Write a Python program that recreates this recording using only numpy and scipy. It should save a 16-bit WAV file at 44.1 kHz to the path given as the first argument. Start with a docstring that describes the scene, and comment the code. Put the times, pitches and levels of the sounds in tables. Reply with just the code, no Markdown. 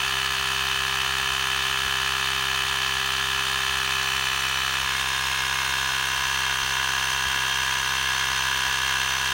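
"""Outdoors, a cordless inflator held beside the wheel pumps up a lawn mower tyre.
A small motor geared down to a crank drives one piston, 66 strokes a second: each stroke knocks, the
drive rattles, the valves tick and hiss, and the gear whine sags under compression. As the tyre fills,
the crank slows a little and the pump grows louder. Halfway the holder reaches over the tyre and shifts,
which changes the echoes and resonances. A faint rumble and a few soft bumps lie underneath."""
import sys
import numpy as np
from scipy import signal
from scipy.fft import rfft, irfft
from scipy.io import wavfile
from scipy.ndimage import uniform_filter1d

SR = 44100
rng = np.random.default_rng(int(sys.argv[2]) if len(sys.argv) > 2 else 0)


def unload_wav(signal):
    """Save mono or channel-first audio to the path in sys.argv[1] as 16-bit WAV at rate SR, clipped to [-1, 1]."""
    wavfile.write(
        sys.argv[1],
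        SR,
        np.round(np.clip(np.atleast_2d(signal).T, -1, 1) * 32767).astype(np.int16),
    )


N = 411453
TIME = np.arange(N) / SR
CRANK_TEETH, PINION_TEETH = 46, 10


def undb(db):
    """Decibels to amplitude ratio."""
    return 10 ** (np.asarray(db) / 20)


def walk(rate_hz):
    """Smoothed random steps, with a spread near 1."""
    hold = max(int(SR / rate_hz), 1)
    steps = np.repeat(rng.standard_normal(N // hold + 1), hold)
    return 1.31 * uniform_filter1d(uniform_filter1d(steps, hold), hold)[:N]


def shape(x, gain_db, size=8192):
    """Minimum-phase filter whose gain in dB is a function of frequency."""
    hz = np.maximum(np.fft.rfftfreq(size, 1 / SR), 1)
    cepstrum = irfft(np.log(undb(gain_db(hz))))
    cepstrum[1:size // 2] *= 2
    cepstrum[size // 2 + 1:] = 0
    return signal.oaconvolve(x, irfft(np.exp(rfft(cepstrum))))[:N]


def colour(x, spectrum):
    """Filtering by a spectral envelope drawn through (Hz, dB) points."""
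    hz, db = np.transpose(spectrum)
    return shape(x, lambda f: np.interp(np.log(f), np.log(hz), db))


def ring(x, modes):
    """Resonances and antiresonances: Lorentzian peaks and notches in dB."""
    return shape(x, lambda f: sum(db / (1 + (2 * (f - hz) / width) ** 2) for hz, width, db in modes))


def surges(turn, rows):
    """Periodic modulation in dB: Gaussian surges that recur on every turn."""
    return sum(db * np.exp(-(((turn - centre + .5) % 1 - .5) / width) ** 2) for centre, width, db in rows)


def move(at_s, duration_s=.35):
    """A change of pose: a linear ramp from 0 to 1, centred on a moment."""
    return np.clip((TIME - at_s) / duration_s + .5, 0, 1)


def crank_hz(steady_hz=66.075, back_pressure_s=5.6, sag_hz_per_s=.1):
    """Loading: the crank runs steadily until the tyre pushes back, then slows evenly."""
    return steady_hz - sag_hz_per_s * np.maximum(TIME - back_pressure_s, 0)


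def rumble():
    """Ambient noise: steady, faint and strongest in the bass."""
    # Each row: frequency in Hz, level in dB.
    spectrum = [(20, -62), (35, -40), (55, -24), (80, -33), (120, -39.5), (250, -43.5), (1000, -48.5),
                (15000, -75)]
    return colour(rng.standard_normal(N), spectrum)


def bumps(decay_s=.015, gain_db=22):
    """Exponentially damped bursts of low noise, heard as dull thuds."""
    # Each row: start in seconds, relative level in dB.
    thuds = [(1.858, -29), (2.629, -35), (5.689, -37), (6.619, -31), (7.26, -35), (7.359, -34),
             (8.249, -34)]
    # Each row: frequency in Hz, gain in dB.
    spectrum = [(20, -22), (50, -5), (80, -2), (150, -18), (400, -15), (900, -38), (4000, -76)]
    envelope = sum(undb(db + gain_db) * (TIME > s) * np.exp(-np.abs(TIME - s) / decay_s)
                   for s, db in thuds)
    return colour(envelope * rng.standard_normal(N), spectrum)


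def hum(turn, rotor_db=-59, waver_db=.28, jolt_turn=.0923, hand_lifts_s=4.3):
    """Forced vibration: the piston shakes the body at crank harmonics; the rotor adds its own line."""
    # Each row: harmonic number, level in dB before and after the hand leaves the valve.
    harmonics = [(1, -45.5, -45), (2, -45.5, -45.5), (3, -54.5, -55.5), (5, -82, -89), (6, -46.5, -51.5),
                 (7, -64, -59), (8, -72.5, -61), (10, -70, -60), (11, -51.5, -52)]
    lifted = move(hand_lifts_s)
    body = sum(undb(before + lifted * (after - before)) * np.sin(2 * np.pi * round(k) * (turn - jolt_turn))
               for k, before, after in harmonics)
    rotor = undb(rotor_db) * np.sin(2 * np.pi * turn * CRANK_TEETH / PINION_TEETH)
    return np.sqrt(2) * (body + rotor) * undb(waver_db * walk(11))


def surroundings(works, shift, reflect_above_hz=2200, chest_db=-11.5, blocked_db=-12):
    """Resonance and reflection round the wheel; long waves diffract past the holder, treble echoes."""
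    # Modes of the housing and the space round the wheel, before and after the holder shifts.
    # Each row: frequency in Hz, width in Hz, gain in dB.
    modes_before = [(822, 36, 8), (1030, 77, 8.5), (1376, 434, 9), (1722, 128, 12.5), (2120, 130, -2.5),
                    (2583, 89, 12.5), (2730, 34, 5), (2804, 106, -11), (2997, 135, 8.5), (3106, 26, 4.5),
                    (3440, 240, 2.5), (3647, 130, 9.5), (4210, 290, 2), (4630, 520, 3), (5500, 100, -4),
                    (6070, 150, -2), (6550, 500, 4), (7100, 140, -6), (7340, 180, 5), (8830, 150, 11),
                    (9000, 290, -14), (9620, 350, 5.5)]
    modes_after = [(992, 240, 8.5), (1230, 97, 4), (1337, 61, -9.5), (1460, 212, 12), (1700, 154, 15.5),
                   (1747, 44, -17.5), (1960, 79, 6.5), (2150, 11, 19.5), (2250, 340, -5), (2740, 250, 8.5),
                   (2760, 290, -5), (3210, 90, 14.5), (3282, 155, -8.5), (3640, 190, 8.5),
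                   (3990, 110, -7.5), (4140, 160, 8), (4970, 210, -6.5), (5090, 240, 8.5), (6030, 150, 7),
                   (6500, 180, 8.5), (7720, 250, 1.5), (9100, 190, 2), (9400, 220, 2), (9820, 110, 1.5)]
    # The reaching arm blocks an echo off the wheel, and the chest adds one.
    # Each row: start, end, delay of the blocked echo, delay of the chest echo, all in seconds.
    reaches = [(3.9, 4.75, .00061, .00202), (4.8, 6.05, .00065, .00274)]
    heard = (1 - shift) * ring(works, modes_before) + shift * ring(works, modes_after)
    treble = signal.sosfiltfilt(signal.butter(2, reflect_above_hz, "high", fs=SR, output="sos"), heard)
    for start, end, blocked_s, chest_s in reaches:
        chest = undb(chest_db) * np.interp(TIME - chest_s, TIME, treble)
        blocked = undb(blocked_db) * np.interp(TIME - blocked_s, TIME, treble)
        heard += (move(start) - move(end)) * (chest - blocked)
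    return heard


def rush(spectrum, turn, gate_db, repeat, grain_db, grain_hz, size=668):
    """Cyclostationary noise: gated by the stroke, with a share that repeats on every turn."""
    recurring = rng.standard_normal(size)[(turn % 1 * size).astype(int)]
    fresh = rng.standard_normal(N) * undb(grain_db * walk(grain_hz))
    noise = np.sqrt(repeat) * recurring + np.sqrt(1 - repeat) * fresh
    return colour(noise * undb(gate_db), spectrum)


def knocks(turn, shift, spectrum, scatter_db, slack_s, order=8):
    """A filtered impulse train: one slightly irregular blow a turn, with its early reflections."""
    # Echoes off wheel and fender. Each row: delay in seconds before and after the shift, gain.
    bounces = [(.00163, .00178, .57), (.003, .0039, .1)]
    count = np.arange(int(turn[-1]) + 1)
    chance = rng.standard_normal((len(count), 2))
    at = np.interp(count, turn, TIME) + slack_s * chance[:, 0]
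    size = undb(scatter_db * chance[:, 1]) * np.sqrt(N / len(count))
    moved = np.interp(at, TIME, shift)
    blows = np.zeros(N)
    for before, after, gain in [(0, 0, 1)] + bounces:
        place = (at + before + moved * (after - before))[:, None] * SR
        near = place.astype(int) + np.arange(1 - order, order + 1)
        impulse = np.sinc(near - place) * np.sinc((near - place) / order)  # falls between samples
        np.add.at(blows, np.clip(near, 0, N - 1), gain * size[:, None] * impulse)
    return colour(blows, spectrum)


def valve_hiss(turn, exhaust_db=-5.5, intake_db=-12):
    """Turbulent flow: air hisses through both valves as the piston pushes and draws."""
    # Each row: frequency in Hz, gain in dB.
    exhaust_spectrum = [(2000, -65.5), (4500, -38.5), (6400, -33), (7300, -36.5), (9900, -33), (10400, -53),
                        (12500, -43.5), (15500, -50)]
    intake_spectrum = [(3000, -40), (6100, -40), (7500, -62), (10500, -44), (12500, -48), (14000, -33.5),
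                       (15500, -33)]
    # Each row: turns after the knock, half width in turns, lift in dB.
    exhaust_flow = [(.17, 0.15, 8.5), (.73, 0.12, 5.7)]
    intake_flow = [(.12, 0.18, 7.7), (.82, 0.23, 8.9)]
    exhaust = rush(exhaust_spectrum, turn, exhaust_db + surges(turn, exhaust_flow),
                   repeat=.38, grain_db=2.1, grain_hz=601.3)
    intake = rush(intake_spectrum, turn, intake_db + surges(turn, intake_flow),
                  repeat=.5, grain_db=1.5, grain_hz=255)
    return exhaust + intake


def reed(turn, open_turn=.85, half_width_turns=.099, pitch_hz=6070, fall_hz_per_turn=800):
    """Reed vibration: the intake valve whistles once a turn, falling in pitch as it closes."""
    since = (turn - open_turn + .5) % 1 - .5
    cycles = (pitch_hz * since - fall_hz_per_turn * since ** 2 / 2) / crank_hz()
    level_db = -36 + 2.5 * TIME / TIME[-1] + 1.5 * walk(60)  # grows as the tyre fills, and flutters
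    return undb(level_db) * np.exp(-(since / half_width_turns) ** 2) * np.sin(2 * np.pi * cycles)


def valve_tick(turn, shift, lag_turns=.26):
    """Impact: the outlet valve ticks once a turn, after the knock."""
    # Each row: frequency in Hz, gain in dB.
    spectrum = [(1500, -66.5), (3400, -39.5), (4300, -32), (5200, -40), (7000, -47), (15000, -64)]
    return knocks(turn - lag_turns, shift, spectrum, scatter_db=2, slack_s=.00004)


def rattle(turn, gain_db=-.6):
    """Mechanical play: the loose drive makes grainy noise that swells slightly once a turn."""
    # Each row: frequency in Hz, gain in dB.
    spectrum = [(60, -70), (250, -43.5), (500, -42), (700, -32.5), (1000, -31), (1700, -29.5), (2300, -25),
                (3200, -24.5), (4200, -31.5), (6500, -38), (10000, -57.5)]
    # Each row: turns after the knock, half width in turns, lift in dB.
    swell = [(0.21, 0.183, 0.83)]
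    return rush(spectrum, turn, gain_db + surges(turn, swell), repeat=.13, grain_db=2, grain_hz=2500)


def gears(turn, whine_db=-47, sag=.13, fastest_turn=.71, backlash_rad=.27, advance_turns_per_s=.011):
    """Frequency modulation: the tooth-mesh tone sags under compression; load makes it louder."""
    # Each row: turns after the knock, half width in turns, lift in dB.
    load = [(.25, 0.13, 17), (0.971, 0.17, 20.5)]
    angle = turn + sag * np.sin(2 * np.pi * (turn - fastest_turn)) / (2 * np.pi)
    mesh = 2 * np.pi * CRANK_TEETH * angle + backlash_rad * walk(300)
    # the slightly eccentric pinion presses harder once per motor turn
    press = 1 + .1 * np.sin(2 * np.pi * angle * CRANK_TEETH / PINION_TEETH)
    load_db = surges(turn + advance_turns_per_s * TIME, load)  # comes earlier as the tyre fills
    return undb(whine_db + load_db) * press * np.sin(mesh)


def piston(turn, shift):
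    """Periodic impact: one knock a stroke fuses into a buzz of crank harmonics."""
    # Each row: frequency in Hz, gain in dB.
    spectrum = [(200, -55), (500, -66.5), (730, -34), (850, -24.5), (1000, -28), (1700, -28.5), (2400, -26),
                (3200, -39.5), (4200, -39), (6500, -45.5), (9800, -47.5), (10600, -57), (15500, -78)]
    return knocks(turn, shift, spectrum, scatter_db=-.5, slack_s=.000012)


def inflator(first_knock_turn=.21, flat_tyre_db=.83, growth_db_per_s=.0843):
    """Phase locking: every part follows the one crank, and the pump grows louder as the tyre fills."""
    # The holder's shift. Each row: time in seconds, share of the second position from 0 to 1.
    positions = [(3.8, 0.2), (4.1, 0.22), (4.7, 0.18), (5.0, 0.76), (5.8, 0.96)]
    shift = np.interp(TIME, *np.transpose(positions))
    turn = np.cumsum(crank_hz() * (1 + .0006 * walk(40))) / SR - first_knock_turn
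    impacts = piston(turn, shift) + valve_tick(turn, shift)
    works = impacts + rattle(turn) + valve_hiss(turn) + gears(turn) + reed(turn)
    return surroundings(works, shift) * undb(flat_tyre_db + growth_db_per_s * TIME) + hum(turn)


def scene():
    """Superposition of rumble, inflator and bumps in one channel."""
    return (rumble() + inflator() + bumps())[None]


def record(dry, top_hz=15800):
    """Band limiting: an elliptic low-pass cuts the top steeply."""
    return signal.sosfilt(signal.ellip(10, .2, 80, top_hz, fs=SR, output="sos"), dry)


dry = scene()
out = record(dry)
unload_wav(out)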